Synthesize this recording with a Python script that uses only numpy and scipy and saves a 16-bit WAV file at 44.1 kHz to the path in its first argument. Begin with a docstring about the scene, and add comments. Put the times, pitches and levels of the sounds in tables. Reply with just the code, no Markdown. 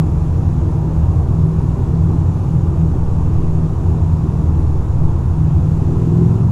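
"""First comes the wavering hum of a twin-cylinder motorcycle cruising through a tiled road tunnel;
at the end its throttle opens and the hum climbs. Each exhaust order (a whole multiple of the engine
cycle rate) is a shaken sine. More sines make a car's drone, the traffic's booms, a lingering tone,
a thin squeal and a slow pressure heave; shaped noise makes the roar and the hiss."""
import sys
import numpy as np
from scipy import signal
from scipy.io import wavfile
from scipy.ndimage import uniform_filter1d

SR = 44100
rng = np.random.default_rng(int(sys.argv[2]) if len(sys.argv) > 2 else 0)


def pcm_store(signal):
    """Save signal as 16-bit PCM."""
    levels = np.round(np.clip(np.atleast_2d(signal), -1, 1) * 32767)
    wavfile.write(sys.argv[1], SR, levels.astype(np.int16).T)


def amplitude_ratio(level_db):
    """Convert a level in decibels to the matching linear amplitude (field) ratio."""
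    exponent = np.asarray(level_db, float) / 20
    return 10 ** exponent


N = 287091
T = np.arange(N) / SR  # time of each sample [s]

# How far the throttle is open: (time [s], opening [0-1])
THROTTLE_OPENING = [(0, 0.02), (5.5, 0.06), (5.85, 0.42), (6.05, 0.6), (6.25, 0.84), (6.51, 0.96)]
# Engine speed, in four-stroke cycles of two crank turns: (time [s], cycles per second [Hz])
CYCLE_RATE = [(0, 19.7), (.3, 19.5), (1.5, 20), (2.4, 20.1), (3.3, 20.05), (4.2, 19.75), (5.3, 19.45),
              (5.8, 19.75), (6, 20.1), (6.18, 20.7), (6.33, 21.5), (6.51, 22.1)]
# Exhaust orders; from the 11th up the levels are relative to the growl:
# (order [multiple of the cycle rate], level with throttle shut [dB], level with it fully open [dB])
ORDER_LEVELS = [(1, -45.5, -37), (2, -28.5, -33), (3, -26, -39.5), (5, -26, -18.5), (6, -29, -16.5),
                (7, -31.5, -35), (9, -45.5, -30), (10, -36, -27.5), (11, -21, -18.5), (12, -10, -8.5),
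                (13, -11, -11), (14, -14, -12.5), (15, -15, -10), (16, -10, -16), (17, -14.5, -4),
                (18, -15.5, -10.5), (19, -11.5, -11.5), (20, -18.5, -28), (21, -18.5, -20),
                (22, -22.5, -19)]
# The 4th order throbs unevenly, close in pitch to the car's drone: (time [s], level [dB])
FOURTH_ORDER_LEVEL = [(0, -16.5), (.3, -22), (1.1, -19), (2.2, -29), (2.65, -18.5), (3, -22), (3.7, -25.5),
                      (4.2, -17.5), (5, -21.5), (5.3, -20), (5.9, -28.5), (6.2, -18), (6.51, -20)]
# The 8th and strongest order waxes and wanes as its tunnel echoes interfere: (time [s], level [dB])
EIGHTH_ORDER_LEVEL = [(0.0, -12), (0.09, -26.5), (0.23, -14.5), (0.33, -23), (1.09, -19), (1.25, -27.5),
                      (1.45, -15.5), (1.74, -21), (1.79, -42), (1.94, -17), (2.05, -16), (2.45, -26.5),
                      (2.54, -15.5), (2.74, -26.5), (2.83, -12), (2.92, -25), (3.68, -17.5), (3.83, -39.5),
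                      (3.88, -21.5), (4.46, -20.5), (4.73, -28), (4.82, -29), (4.88, -31.5), (5.04, -15),
                      (5.24, -34), (5.39, -16.5), (5.64, -20), (6.22, -14), (6.44, -25.5), (6.51, -19)]
# Growl of the upper exhaust orders, before its random surges: (time [s], level [dB])
GROWL_LEVEL = [(0, -34.5), (1.5, -30.5), (3.7, -30), (5.75, -33.5), (5.85, -26.5), (6.15, -23.5),
               (6.51, -34.5)]
# Tone lingering under the strongest order as the engine climbs: (time [s], pitch [Hz], level [dB])
LINGERING_TONE = [(5.95, 158, -45), (6.15, 158.3, -22), (6.4, 159.6, -27), (6.51, 159.3, -26.5)]
# Drone of a car engine close ahead: (time [s], pitch [Hz], level [dB])
CAR_DRONE = [(0, 86, -22.5), (1.8, 88.45, -23.5), (2.3, 89.36, -18.5), (2.9, 85.57, -40),
             (3.85, 87.33, -16), (4.3, 86.6, -34), (5.6, 85.6, -21.5), (6, 83.2, -26), (6.51, 82.5, -25)]
# Resonances of the traffic drone, before the surges: (pitch [Hz], width [Hz], level [dB])
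TRAFFIC_BOOMS = [(128.1, 8.4, -27.5), (247.4, 5.4, -39.5), (331.7, 6.8, -40.5), (462, 7.1, -46.5),
                 (209.5, 8, -46), (307.5, 9.1, -45.5)]
# Spectrum shape of the tyre and engine roar filling the tunnel: (frequency [Hz], relative level [dB per Hz])
ROAR_SPECTRUM = [(14, -16.5), (30, -16.5), (50, -9.5), (75, 0), (105, -0.5), (140, -3.5), (175, -9.5),
                 (225, -21), (330, -17.5), (430, -23), (564, -28), (947, -27), (1190, -33), (2000, -53),
                 (2600, -78)]
# Spectrum shape of the hiss of air, chain and valve gear: (frequency [Hz], relative level [dB per Hz])
HISS_SPECTRUM = [(1060, -19), (1800, -3), (2020, -4.5), (2610, -1), (3150, -7), (3450, -5.5), (4440, -9),
                 (6000, -7.5), (6910, -5.5), (7700, -9.5), (8650, -14), (11200, -13.5), (13700, -27.5),
                 (15800, -31)]
# Drifting level of that hiss, before its crank pulse: (time [s], level [dB])
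HISS_LEVEL = [(0.05, -53), (0.19, -53), (4.68, -53), (5.24, -53.5), (6.32, -51), (6.45, -53)]
# Faint thin squeal in the traffic: (time [s], pitch [Hz], level [dB])
SQUEAL_PATH = [(5.22, 10250, -84), (5.29, 10300, -70), (5.36, 10350, -71), (5.44, 10600, -75),
               (5.55, 10850, -78), (5.78, 11100, -77), (5.9, 10900, -88)]
# Slow pressure heave on the microphone: (time [s], level [dB])
HEAVE_LEVEL = [(0, -29), (2.7, -29), (3.5, -18), (4.2, -36), (5.05, -17), (5.3, -28), (5.95, -23),
               (6.51, -50)]

SECOND_FIRING = 270 / 720  # share of the cycle between the two cylinders
CRANK_START = 0.65  # share of the cycle already turned at the start
SURGE_DB, SURGES_PER_S = 2.5, 8.7  # rms depth and rough speed of the surges
# share of scatter: throttle shut and fully open (both scaled by order), and in the 8th order
ROUGH_CRUISE, ROUGH_LOAD, ROUGH_EIGHTH = 0.58, 0.2, 0.2
ROAR_DB = -18.5
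BASS_CLEARS_DB, BASS_TOP_HZ = -2.5, 150  # the low roar thins as the throttle opens


def evened(x):
    """Scales a signal to rms 1."""
    return x / np.sqrt(np.mean(abs(x) ** 2) + 1e-20)


def curves(rows):
    """Draws each column of a time table as a curve with one value a sample."""
    times, *columns = np.transpose(rows)
    return [np.interp(T, times, column) for column in columns]


def wobble(hz):
    """Complex noise, smoothed twice so that it wanders about hz times a second."""
    rate = SR // 10  # slow noise needs few points [Hz]
    r = np.exp(-2 * np.pi * hz / rate)
    raw = rng.standard_normal((N // 10 + 1 + rate, 2)) @ [1, 1j]
    smooth = signal.lfilter([1], np.convolve([1, -r], [1, -r]), raw)[rate:]  # drop the settling second
    return evened(np.interp(T * rate, np.arange(len(smooth)), smooth))


def drift_db(depth_db, hz):
    """A random wander in dB about zero."""
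    return depth_db * evened(wobble(hz).real)


def tone(hz, rough, wobble_hz, start):
    """A sine of about rms 1, its size and phase shaken by a share of noise; start is in turns."""
    rough = np.clip(rough, 0, 1)
    shake = np.sqrt(1 - rough ** 2) + rough * wobble(wobble_hz)
    turns = np.cumsum(hz) / SR + start
    return np.sqrt(2) * (shake * np.exp(2j * np.pi * turns)).real


def noise(points, patchy_db, swell_db, size):
    """Noise of rms 1 from random short spectra, with drifting patches and one shared swell."""
    frames, hz = 4 * N // size + 5, np.fft.rfftfreq(size, 1 / SR)
    a, b, patches = rng.standard_normal((frames, len(hz), 3)).T
    patches = uniform_filter1d(patches, size=12, axis=0)  # smooth across frequency
    patches = evened(uniform_filter1d(patches, size=10, axis=1))  # then across time
    swell = evened(uniform_filter1d(rng.standard_normal(frames), size=12))
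    f, db = np.transpose(points)
    shape_db = np.interp(np.log(hz + 1), np.log(f + 1), db, -120, -120)[:, None]
    spectra = (a + 1j * b) * amplitude_ratio(shape_db + patchy_db * patches + swell_db * swell)
    return evened(signal.istft(spectra, nperseg=size, noverlap=3 * size // 4)[1][:N])


def exhaust(surge_db):
    """Two unevenly spaced firings a cycle make the orders; scatter blurs most of them less under load."""
    cycle_hz = curves(CYCLE_RATE)[0]
    load = curves(THROTTLE_OPENING)[0]
    growl_db = curves(GROWL_LEVEL)[0] + surge_db
    rough = ROUGH_CRUISE + (ROUGH_LOAD - ROUGH_CRUISE) * load
    orders = [(4, curves(FOURTH_ORDER_LEVEL)[0]), (8, curves(EIGHTH_ORDER_LEVEL)[0])]
    for k, cruise_db, load_db in ORDER_LEVELS:
        order_db = cruise_db + load * (load_db - cruise_db)
        orders.append((k, order_db + growl_db * (k > 10)))
    out = np.zeros(N)
    for k, db in orders:
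        # phase of the two firings added together, in turns
        pair = np.angle(1 + 1e-9 + np.exp(-2j * np.pi * k * SECOND_FIRING)) / (2 * np.pi)
        # the silencer delays higher orders more, spreading each pulse
        smear = 0.004 * k ** 2
        blur = ROUGH_EIGHTH if k == 8 else rough * (k / 8) ** 0.5
        start = k * CRANK_START + pair - smear
        out -= amplitude_ratio(db) * tone(k * cycle_hz, blur, 4.0, start)
    return out


def linger():
    """A nearly steady tone left hanging in the tunnel: one lightly shaken sine."""
    hz, db = curves(LINGERING_TONE)
    started = T > LINGERING_TONE[0][0]
    return amplitude_ratio(db) * tone(hz, 0.25, 4.0, rng.random()) * started


def car():
    """The engine drone of the car ahead: one sine, wavering in pitch and level."""
    hz, db = curves(CAR_DRONE)
    return amplitude_ratio(db) * tone(hz, 0.35, 3.0, rng.random())


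def traffic(surge_db):
    """Broad noise roar with narrow resonant booms that partly share the surges of the growl."""
    booms = np.zeros(N)
    for hz, width, db in TRAFFIC_BOOMS:
        booms += amplitude_ratio(db) * tone(np.full(N, hz), 0.826, width / 2, rng.random())
    roar = amplitude_ratio(ROAR_DB) * noise(ROAR_SPECTRUM, 0.89, 0.16, size=4096)
    low_pass = signal.butter(N=4, Wn=BASS_TOP_HZ, fs=SR, output="sos")
    bass = signal.sosfiltfilt(low_pass, roar)
    bass_removed = 1 - amplitude_ratio(BASS_CLEARS_DB * curves(THROTTLE_OPENING)[0])
    return amplitude_ratio(0.18 * surge_db) * booms + roar - bass_removed * bass


def hiss():
    """Treble noise that pulses faintly with the crank, which turns twice a cycle."""
    crank = 2 * np.pi * 2 * np.cumsum(curves(CYCLE_RATE)[0]) / SR
    level_db = curves(HISS_LEVEL)[0] + 0.27 * np.cos(crank)
    return amplitude_ratio(level_db) * noise(HISS_SPECTRUM, 0.74, 0.2, size=1024)


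def squeal():
    """A brief whistle that rises, then dips at its end; fast shaking makes it fuzzy."""
    hz, db = curves(SQUEAL_PATH)
    sounding = (T > SQUEAL_PATH[0][0]) * (T < SQUEAL_PATH[-1][0])
    return amplitude_ratio(db) * tone(hz, 0.95, 90.0, 0) * sounding


def heave():
    """Pressure swings around 8 Hz, below hearing, shaken wholly at random."""
    return amplitude_ratio(curves(HEAVE_LEVEL)[0]) * tone(np.full(N, 8.0), 1.0, 3.0, rng.random())


def scene():
    """Adds every source at one microphone; growl and booms share one set of surges."""
    surge_db = drift_db(SURGE_DB, SURGES_PER_S)
    motorcycle = exhaust(surge_db) + linger()
    background = car() + traffic(surge_db) + hiss() + squeal() + heave()
    return (motorcycle + background)[None]


def roll_off(x):
    """The treble ends steeply here."""
    return signal.sosfilt(signal.butter(12, 15710, fs=SR, output="sos"), x)


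def record(dry):
    """Softly squeezes the loudest swings with a tanh curve."""
    ceiling = 1.57
    mix = ceiling * np.tanh(dry / ceiling)
    return roll_off(mix)


dry = scene()
out = record(dry)
pcm_store(out)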